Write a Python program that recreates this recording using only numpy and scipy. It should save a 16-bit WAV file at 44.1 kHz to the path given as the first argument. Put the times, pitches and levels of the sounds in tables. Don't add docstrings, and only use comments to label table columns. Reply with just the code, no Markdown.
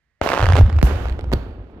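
import sys
import numpy as np
from scipy import signal
from scipy.fft import rfft, irfft
from scipy.io import wavfile
from scipy.ndimage import uniform_filter1d, map_coordinates

SR = 44100
rng = np.random.default_rng(int(sys.argv[2]) if len(sys.argv) > 2 else 0)


def int16_out(signal):
    q = np.round(np.clip(np.atleast_2d(signal).T, -1, 1) * 32767)
    wavfile.write(sys.argv[1], SR, q.astype(np.int16))


N = 79380

# start_s, level_db, overpressure_ms, spit_db
VENTS = [(0.8284, -0.5, 0.94, -16.5), (1.3278, -9.5, 2, -32), (1.331, -9.5, 0.94, -32),
         (1.3352, -4.5, 1.18, -19.5), (1.3405, -21.5, 6.2, -53)]


def undb(db):
    return 10 ** (np.asarray(db) / 20)


def unit(x):
    return x / np.sqrt(np.mean(x ** 2))


def colour(x, spectrum):
    hz, db = np.array(spectrum, float).T
    bins_hz = np.maximum(np.fft.rfftfreq(2 * N, 1 / SR), 1)
    gain = undb(np.interp(np.log(bins_hz), np.log(hz), db))
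    return irfft(rfft(x, 2 * N) * gain)[..., :N]


def roll_off(x, hz, kind, order=1):
    return signal.sosfilt(signal.butter(order, hz, kind, fs=SR, output="sos"), x + 1e-18)


def walk(rate_hz):
    hold = int(SR / rate_hz)
    steps = np.repeat(rng.standard_normal(N // hold + 2), hold)
    return unit(uniform_filter1d(steps, hold)[:N])


def curves(table):
    times_s, *columns = np.array(table, float).T
    return [np.interp(np.arange(N) / SR, times_s, column) for column in columns]


def spread(mid, side, width):
    return (mid + width * side * np.array([[1], [-1]])) / np.hypot(1, width)


def grains(rate_hz=1400, spread_db=4, click_share=0.44):
    clicks = (rng.random(N) < rate_hz / SR) * rng.choice([-1, 1], N)
    sizes = undb(spread_db * np.minimum(rng.exponential(size=N), 5))
    rush = rng.standard_normal(N)
    return np.sqrt(click_share) * unit(clicks * sizes) + np.sqrt(1 - click_share) * rush


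def air(level_db=-70.5):
    spectrum = [(25, -18), (55, 3), (120, -7.5), (400, -23), (1200, -20.5), (1900, -8.5), (2600, -22),
                (6000, -31), (14000, -47)]
    noise = spread(*rng.standard_normal((2, N)), width=0.43)
    return undb(level_db) * unit(colour(noise, spectrum))


def hills(blast, t, level_db=-16, t60_s=0.59, delay_s=0.012):
    noise = spread(*rng.standard_normal((2, N)), width=0.49)
    tail = unit(noise * undb(-60 * t / t60_s) * (t > delay_s)) / np.sqrt(N)
    return undb(level_db) * signal.fftconvolve(blast[None], tail, axes=1)[:, :N]


def grit(t, level_db=-38, swell_s=0.025):
    age = np.maximum(t - VENTS[0][0], 0) / swell_s
    spray = spread(grains(), grains(), width=0.63)
    spray = unit(roll_off(spray, 6500, "high", order=2))
    return undb(level_db) * (age * np.exp(1 - age)) ** 2 * spray


def rock():
    envelopes = [(.212, -92, -98, -100), (0.217, -33, -25.5, -55), (0.234, -35.5, -24, -29.5),
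                 (.34, -34, -24, -34), (0.532, -44, -28.5, -40.5), (0.589, -25, -24.5, -30.5),
                 (0.642, -44.5, -38, -51), (0.742, -34, -39, -56), (0.824, -37.5, -45, -56),
                 (0.83, -23.5, -48, -33.5), (0.868, -28, -27.5, -32), (.95, -31.5, -31, -40.5),
                 (1.06, -39, -34, -44.5), (1.17, -36.5, -45, -60), (1.316, -41, -50, -64),
                 (1.333, -20.5, -36.5, -41), (1.377, -36, -39.5, -56), (1.539, -41.5, -49.5, -89),
                 (1.71, -47, -55.5, -69), (1.77, -42.5, -53.5, -81)]
    # freq_hz, gain_db
    body = [(110, -8.5), (230, -2), (430, -6), (700, -13.5), (1400, -23), (4000, -75)]
    rattle = [(200, -36), (520, 4.5), (900, 1), (1500, 0), (2100, -7), (2800, -7.5), (4500, -19),
              (10000, -67)]
    hiss = [(1200, 1), (2800, -5), (4500, -6.5), (6500, -10), (8500, -18.5), (11000, -17), (14000, -18.5)]
    out = np.zeros((2, N))
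    for level_db, spectrum, width in zip(curves(envelopes), (body, rattle, hiss), (0.25, 0.75, 0.71)):
        mid, side = (unit(colour(grains(), spectrum)) for _ in range(2))
        out += undb(level_db) * spread(mid, side, width)
    return out


def ground_rumble(wander=0.114, flutter_db=1.74, noise_db=-3.5):
    envelope = [(.205, -91), (.22, -39), (.37, -43), (.41, -20), (.44, -14), (.55, -12.5), (.67, -12.5),
                (.715, -26.5), (.745, -13.5), (.80, -14.5), (.82, -32), (.92, -16), (1.0, -27.5),
                (1.06, -19), (1.09, -26.5), (1.25, -27), (1.37, -19), (1.43, -32), (1.64, -34.5),
                (1.70, -47), (1.74, -38.5), (1.8, -44)]
    sway_pitch = [(.3, 68.06), (.43, 80.89), (.58, 84.14), (.75, 67.14), (1.05, 67.9), (1.8, 53.6)]
    spectrum = [(18, -18), (35, -2.5), (60, -3.5), (95, 1), (140, -12.5), (220, -25.5), (1200, -93)]  # freq_hz, gain_db
    pitch_hz = curves(sway_pitch)[0] * np.exp(wander * walk(rate_hz=59.96))
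    phase = 2 * np.pi * np.cumsum(pitch_hz) / SR
    sway = unit(np.sin(phase) * undb(flutter_db * walk(rate_hz=24.52)))
    mid, side = (unit(colour(rng.standard_normal(N), spectrum)) for _ in range(2))
    rough = undb(noise_db) * spread(mid, side, width=0.15)
    return unit(sway + rough) * undb(curves(envelope)[0])


def ground_heaves(t):
    heaves = [(0.2173, -19.5, 70.4, 0.004), (0.425, -5.5, 89, 0.0071), (0.528, -11.5, 117, 0.0085),
              (0.597, -2, 97, 0.013), (0.6295, -1.5, 52, 0.007), (.678, -22.5, 197, 0.0063),
              (0.829, -9, 144, 0.005), (.834, -3, 58.2, 0.011), (1.109, -15, 57.2, 0.009),
              (1.274, -16.5, 72.95, 0.0067), (1.338, -15.5, 53.4, 0.01)]
    out = np.zeros(N)
    for start_s, level_db, pitch_hz, swell_s in heaves:
        age_s = np.maximum(t - start_s, 0)
        envelope = age_s / swell_s * np.exp(1 - age_s / swell_s)
        out += undb(level_db) * envelope * np.sin(2 * np.pi * pitch_hz * age_s)
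    return out


def vent_puff(t, gain_db=5, scale_s=0.00057):
    age = np.maximum(t - VENTS[0][0], 0) / scale_s
    swing = age * (age / 3 - 1) * np.exp(1 - age / 1.14)
    return undb(gain_db) * swing * np.array([[0], [1]])


def vent_cracks(t, push_gain_db=2.5, rise_hz=6560, spit_decay_s=0.0017):
    gas_spectrum = [(600, -6), (2500, -6.5), (4450, 12.5), (8000, -11), (14000, 0)]  # freq_hz, gain_db
    push, spit = np.zeros(N), np.zeros(N)
    for start_s, level_db, overpressure_ms, spit_db in VENTS:
        age_s = np.maximum(t - start_s, 0)
        progress = age_s * 1000 / overpressure_ms
        push += undb(level_db) * (1 - progress) * np.exp(-progress) * (t >= start_s)
        spit += undb(spit_db) * np.exp(-age_s / spit_decay_s) * (t >= start_s)
    gas = unit(colour(rng.standard_normal(N), gas_spectrum))
    return undb(push_gain_db) * roll_off(push, rise_hz, "low") + spit * gas


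def charge_shocks(t, gain_db=-1, rise_hz=7400, low_cut_hz=157, scatter_db=-9.5, scatter_s=0.0012):
    charges = [(0.2144, 1.5, 1.36, 2500), (.2159, -8, 0.58, 2200), (0.237, -15, 1.04, 2580),
               (0.2621, -1.5, 1.03, 2500), (0.2743, 0, 0.69, 2960), (0.2899, 5, 0.36, 3870),
               (0.3021, -0.5, 0.76, 3180), (0.3183, 4, 0.52, 2880), (0.3227, -2, 0.45, 3140),
               (0.3333, -0.5, 0.79, 4000), (0.339, 3, 0.58, 2800), (0.3484, -3, 0.68, 3000),
               (0.3553, -7.5, 0.69, 3200), (0.364, -6, 0.52, 2800), (0.3713, -4, 0.8, 2600),
               (0.377, 0, 0.66, 2780), (.3872, -2.5, 0.58, 3500), (0.3942, 2.5, 0.63, 1960),
               (0.4047, 1.5, 0.52, 3300), (0.4146, -1.5, 0.61, 3970), (0.427, 1, 0.68, 3300),
               (0.4356, -1.5, 0.48, 3300), (0.4419, -0.5, 0.68, 3800), (0.4573, -1.5, 0.39, 4520),
               (0.4668, -0.5, 0.61, 3300), (0.4883, -1.5, 0.62, 4500), (0.5003, -0.5, 0.66, 1900),
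               (0.5041, -5, 0.64, 3500), (0.5228, -1, 0.6, 5800), (0.5344, -3, 0.33, 5000),
               (.555, 0, 0.77, 3930), (0.5652, -2.5, 0.67, 4500), (0.5678, 0.5, 0.27, 3900),
               (0.577, -2, 1.5, 2800), (0.584, -2.5, 1.31, 2400), (.589, -1.5, 1.42, 2180),
               (0.6098, -0.5, 1.14, 1410), (.630, -17.5, 0.41, 2800), (.663, -15, 0.54, 2840),
               (0.6956, -18, 0.57, 4500), (0.6994, -10, 0.56, 2210), (0.7279, -16.5, 0.42, 5200),
               (0.765, -18.5, 0.38, 5500), (0.7871, -11, 0.75, 3570), (0.7902, -12.5, 0.33, 4500),
               (0.815, -9.5, 0.41, 4500), (1.0558, -10, 0.79, 2430), (1.085, -16, 0.47, 4000),
               (1.0975, -12.5, 0.25, 5940), (1.125, -17.5, 0.23, 4500), (1.192, -12.5, 1.42, 2800),
               (1.2102, -20.5, 0.21, 7000), (1.242, -18, 1.3, 2870), (1.3179, -12, 0.98, 4000)]
    out = np.zeros(N)
    fade = np.exp(-t / scatter_s)
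    for start_s, level_db, length_ms, front_cutoff_hz in charges:
        progress = (t - start_s) * 1000 / length_ms
        n_wave = (1 - 2 * progress) * ((progress >= 0) & (progress < 1))
        shock = undb(level_db) * roll_off(n_wave, front_cutoff_hz, "low")
        rubble = unit(rng.standard_normal(N) * fade) / np.sqrt(N)
        out += shock + undb(scatter_db) * signal.fftconvolve(shock, rubble)[:N]
    return undb(gain_db) * roll_off(roll_off(out, rise_hz, "low"), low_cut_hz, "high")


def scene():
    t = np.arange(N) / SR
    blast = charge_shocks(t) + vent_cracks(t)
    background = air() + hills(blast, t)
    ground = ground_rumble() + ground_heaves(t)
    return background + ground + rock() + grit(t) + vent_puff(t) + blast


def record(dry, top_hz=14700):
    left_lag = [(.45, -.00006), (1.1, .00016)]
    left_shade = [(300, -.5), (600, -0.5), (1000, -7.5), (1600, -11), (2600, -10.5), (4500, -16),
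                  (8000, -18.5), (13000, -11)]
    left, right = dry
    lag_s = curves(left_lag)[0]
    left = map_coordinates(left, [np.arange(N) - lag_s * SR], mode="mirror")
    both = np.array([colour(left, left_shade), right])
    rounded = both / (1 + both ** 4) ** .25
    return signal.sosfilt(signal.ellip(8, .2, 70, top_hz, fs=SR, output="sos"), rounded)


dry = scene()
out = record(dry)
int16_out(out)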